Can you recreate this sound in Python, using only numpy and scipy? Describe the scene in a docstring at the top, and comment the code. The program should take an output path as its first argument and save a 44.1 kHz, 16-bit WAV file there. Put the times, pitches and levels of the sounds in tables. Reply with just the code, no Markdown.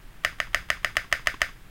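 """Nine sharp spacebar clacks on a mechanical keyboard, at a desk in a small room.
Each stroke: a faint finger touch, the clack as the bar bottoms out, a desk thud, a soft spring return.
The room answers every clack alike, with narrow tones ringing on. Room tone and desk tremble lie below.
The close microphone just overloads on the peaks."""
import sys
import numpy as np
from scipy import signal
from scipy.fft import rfft, irfft
from scipy.io import wavfile
from scipy.ndimage import uniform_filter1d

SR = 44100
rng = np.random.default_rng(int(sys.argv[2]) if len(sys.argv) > 2 else 0)


def file_out(sig):
    """Save sig as 16-bit WAV at sys.argv[1]."""
    # one column per channel
    cols = np.atleast_2d(sig).T
    # limit, then scale
    lim = np.clip(cols, -1, 1)
    pcm = np.round(lim * 32767).astype(np.int16)
    wavfile.write(sys.argv[1], SR, pcm)


N = 74970

# room tone spectrum: freq_hz, relative_db
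ROOM_TONE_SPECTRUM = [(20, -4), (40, -11), (70, -33), (105, -15.5), (175, -22), (240, -27.5), (300, -25),
                      (520, -34), (1670, -31), (2400, -34.5), (6000, -46), (15500, -47)]
# desk tremble spectrum: freq_hz, relative_db
TREMBLE_SPECTRUM = [(10, -12.5), (27, 0), (45, -5), (70, -14), (100, -12.5), (170, -17), (220, -38),
                    (400, -37), (1500, -66), (8000, -80)]
# desk tremble envelope: time_s, rms_db
TREMBLE_ENVELOPE = [(0, -57), (.2, -56.5), (.3, -48), (.9, -47), (1.45, -54), (1.7, -48.5)]
# finger lands on the bar: start_s, gain_db
TOUCH_EVENTS = [(.2362, -25.5), (0.3863, -29), (0.5319, -26), (0.688, -26), (0.8298, -29.5),
                (0.9546, -23.5), (1.1148, -23.5), (1.2592, -22.5), (1.4063, -23)]
# finger contact spectrum: freq_hz, gain_db
TOUCH_SPECTRUM = [(100, -1), (700, 10), (1200, 20.5), (1500, 11.5), (1950, 19), (2500, 9.5), (3150, 15),
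                  (4500, -1), (9000, -6.5), (16000, -10)]
# bar bottoms out: start_s, force_db, treble_db
STROKE_EVENTS = [(0.2489, 0.5, -0.5), (0.4021, -3.5, -5), (0.5461, 0.5, -1), (0.7026, 0, -2),
                 (0.8467, -1.5, -2), (0.9689, 0.16, -0.5), (1.1265, 2.14, -1.5), (1.2718, 1.55, -1.5),
                 (1.4176, 1.8, -1.5)]
# bar and plate resonances: centre_hz, width_hz, peak_db
BAR_RESONANCES = [(633.5, 193, 17.5), (1097, 163, 11.5), (1260, 230, 20), (1524, 112, 18), (1810, 276, 20),
                  (1906, 325, 26.5), (2244, 655, 19.5), (2700, 225, 18.5), (2938, 130, 19), (3182, 590, 16),
                  (3756, 140, 10), (5023, 530, 9), (6610, 510, 9.5), (9180, 1600, -2.5)]
# contact tick spectrum: freq_hz, gain_db
TICK_SPECTRUM = [(100, -5.5), (310, 2), (425, -15), (900, 4), (3500, 4), (4300, 2), (4650, -10),
                 (5600, -10), (7500, -17), (11000, -6), (13500, -18), (16000, -15.5)]
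# narrow tones that ring on in the room after each clack: pitch_hz, level_db, t60_s
ROOM_RING_MODES = [(665, -62, 0.18), (710, -57, 0.16), (1228, -44.5, 0.16), (1478, -43, 0.24),
                   (1561, -42.5, 0.26), (1646, -45, 0.12), (1785, -38, 0.19), (1853, -37.5, 0.16),
                   (2327, -47, 0.29), (2972, -46, 0.17), (4770, -56, 0.19), (5090, -59, .16),
                   (8620, -54.5, 0.22)]
# tick scattered among the keycaps: freq_hz, gain_db
GRIT_SPECTRUM = [(100, -30), (2000, 0.5), (4200, -5), (6500, -6), (8000, -12), (11000, -15), (13500, -14),
                 (16000, -20)]
# diffuse room tail spectrum: freq_hz, gain_db
TAIL_SPECTRUM = [(100, -8), (300, -5), (420, -7), (560, 4.5), (690, 3.5), (830, -8.5), (1030, -1.5),
                 (1230, 7), (1500, 10.5), (1850, 15), (2300, 6.5), (2900, 1.5), (3400, -0.5), (4500, -10),
                 (4950, 0.5), (5400, -9), (6400, -8), (7500, -15), (8500, -17), (9500, -16.5),
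                 (16000, -19.5)]
# diffuse room tail decay: freq_hz, t60_s
TAIL_DECAY = [(200, 0.19), (700, 0.18), (1400, 0.22), (2000, 0.26), (5000, 0.28), (14000, 0.26)]
# low desk modes: pitch_hz, level_db, t60_s
DESK_MODES = [(45.1, -42, 0.31), (63, -36.5, 0.14), (103.7, -47.5, 0.15), (168, -53, 0.11)]
# early reflections: delay_s, gain_db
REFLECTIONS = [(.00633, -33.5), (.0085, -32), (.01235, -24.5), (.0129, -22.5), (.01345, -23.5),
               (.0242, -27.5), (.02687, -25.5)]
# bar springs back to its stop: start_s, gain_db
RETURN_EVENTS = [(.325, -21), (.470, -20), (.624, -22.5), (.768, -19), (.902, -22), (1.042, -18),
                 (1.195, -18.5), (1.341, -10), (1.489, -17.5)]
# return contact spectrum: freq_hz, gain_db
RETURN_SPECTRUM = [(100, 12.5), (300, 11.5), (450, 1.5), (750, 0), (1100, 15.5), (1500, 3.5), (3100, 2.5),
                   (4500, -12), (16000, -29)]

FFT_SIZE = 32768
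GRID_HZ = np.fft.rfftfreq(FFT_SIZE, 1 / SR)


def amp(db):
    """Decibels to gain."""
    return 10 ** (np.asarray(db) / 20)


def lookup(table, hz):
    """Table value on a log-frequency axis."""
    table_hz, values = np.transpose(table)
    return np.interp(np.log(hz + 1), np.log(table_hz + 1), values)


def add(mix, start_s, sound):
    """Mix in place at start_s."""
    part = mix[round(start_s * SR):][:len(sound)]
    part += sound[:len(part)]


def minimum_phase(gain):
    """Quickest impulse response with this gain on GRID_HZ."""
    log_gain = np.log(np.maximum(gain, 1e-5))
    mirrored = np.r_[log_gain, log_gain[-2:0:-1]]
    spectrum = np.exp(signal.hilbert(mirrored).conj())
    return np.fft.ifft(spectrum).real[:4096]


def whiten(x, width_hz):
    """Even the spectrum to gain 1 over bands of width_hz."""
    spectrum = rfft(x, FFT_SIZE)
    power = uniform_filter1d(abs(spectrum) ** 2, int(width_hz / GRID_HZ[1]))
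    return irfft(spectrum / np.sqrt(abs(power) + 1e-12))[:len(x)]


def noise(spectrum):
    """Steady coloured noise, rms 1."""
    gain = amp(lookup(spectrum, np.fft.rfftfreq(N, 1 / SR)))
    x = irfft(rfft(rng.standard_normal(N)) * gain, N)
    return x / x.std()


def burst(spectrum, decay_s, size=2048):
    """Short rough contact: decaying noise, whitened, then coloured."""
    rough = rng.standard_normal(size) * np.exp(-np.arange(size) / SR / decay_s)
    colour = minimum_phase(amp(lookup(spectrum, GRID_HZ)))
    return signal.fftconvolve(whiten(rough, width_hz=500), colour)


def room_tone(rms_db=-47.5):
    """Steady low room noise."""
    return amp(rms_db) * noise(ROOM_TONE_SPECTRUM)


def desk_tremble():
    """The desk rumbles under the hand."""
    rms_db = np.interp(np.arange(N) / SR, *np.transpose(TREMBLE_ENVELOPE))
    return amp(rms_db) * noise(TREMBLE_SPECTRUM)


def soft_contacts(events, spectrum, decay_s):
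    """Finger on bar, or bar on its stop: a fresh burst per event."""
    out = np.zeros(N)
    for start_s, gain_db in events:
        add(out, start_s, amp(gain_db) * burst(spectrum, decay_s))
    return out


def bar_knock(treble_db, shelf_hz=4080):
    """Hollow knock of the bar: a sharp tick and broad resonances struck at once."""
    resonance_power = sum((amp(peak_db) / (1 + (2 * (GRID_HZ - centre_hz) / width_hz) ** 2)) ** 2
                          for centre_hz, width_hz, peak_db in BAR_RESONANCES)
    tick_power = amp(lookup(TICK_SPECTRUM, GRID_HZ)) ** 2
    shelf = amp(treble_db * GRID_HZ ** 2 / (GRID_HZ ** 2 + shelf_hz ** 2))
    return minimum_phase(shelf * np.sqrt(resonance_power + tick_power))


def ringing(modes):
    """Room ring or desk thud: decaying sines that start together."""
    t = np.arange(SR // 2) / SR
    return sum(amp(db - 60 * t / t60_s) * np.sin(2 * np.pi * hz * t) for hz, db, t60_s in modes)


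def room_tail(onset_s=0.00067, rise_s=0.0028):
    """Diffuse tail of one clack; each band decays at its own rate."""
    hz, t, bands = signal.stft(rng.standard_normal(SR // 2), SR, nperseg=256)
    decay = amp(-60 * t / lookup(TAIL_DECAY, hz)[:, None])
    _, tail = signal.istft(bands * decay, SR, nperseg=256)
    colour = minimum_phase(amp(lookup(TAIL_SPECTRUM, GRID_HZ)))
    tail = signal.fftconvolve(whiten(tail, width_hz=140), colour)
    fade_in = np.clip((np.arange(len(tail)) / SR - onset_s) / rise_s, 0, 1)
    return tail * fade_in


def surroundings(desk_lag_s=0.00417, reflection_cutoff_hz=2400):
    """Response to one clack: room tail, room ring, desk thud, dull early reflections."""
    response = room_tail()
    add(response, 0, ringing(ROOM_RING_MODES))
    add(response, desk_lag_s, ringing(DESK_MODES))
    lowpass = signal.butter(2, reflection_cutoff_hz, fs=SR)
    dull_knock = signal.lfilter(*lowpass, bar_knock(treble_db=0))
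    for delay_s, gain_db in REFLECTIONS:
        add(response, delay_s, amp(gain_db) * dull_knock)
    return response


def clacks(grit_lag_s=0.0005):
    """The bar bottoms out: knock, keycap grit and surroundings, scaled by force."""
    response = surroundings()
    grit = burst(GRIT_SPECTRUM, decay_s=0.0016)
    out = np.zeros(N)
    for start_s, force_db, treble_db in STROKE_EVENTS:
        add(out, start_s, amp(force_db) * bar_knock(treble_db))
        add(out, start_s + grit_lag_s, amp(force_db + treble_db) * grit)
        add(out, start_s, amp(force_db) * response)
    return out


def scene():
    """Mono mix at the microphone."""
    strokes = clacks()
    touches = soft_contacts(TOUCH_EVENTS, TOUCH_SPECTRUM, decay_s=0.0066)
    returns = soft_contacts(RETURN_EVENTS, RETURN_SPECTRUM, decay_s=0.0056)
    return (room_tone() + desk_tremble() + touches + strokes + returns)[None]


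def record(dry):
    """Soft microphone overload, then a low-pass."""
    ceiling, knee, cutoff_hz = 0.54, 3.34, 16200
    clipped = dry / (1 + abs(dry / ceiling) ** knee) ** (1 / knee)
    lowpass = signal.firwin(255, cutoff_hz, window=("kaiser", 9), fs=SR)
    return signal.oaconvolve(clipped, lowpass[None], "same")


dry = scene()
out = record(dry)
file_out(out)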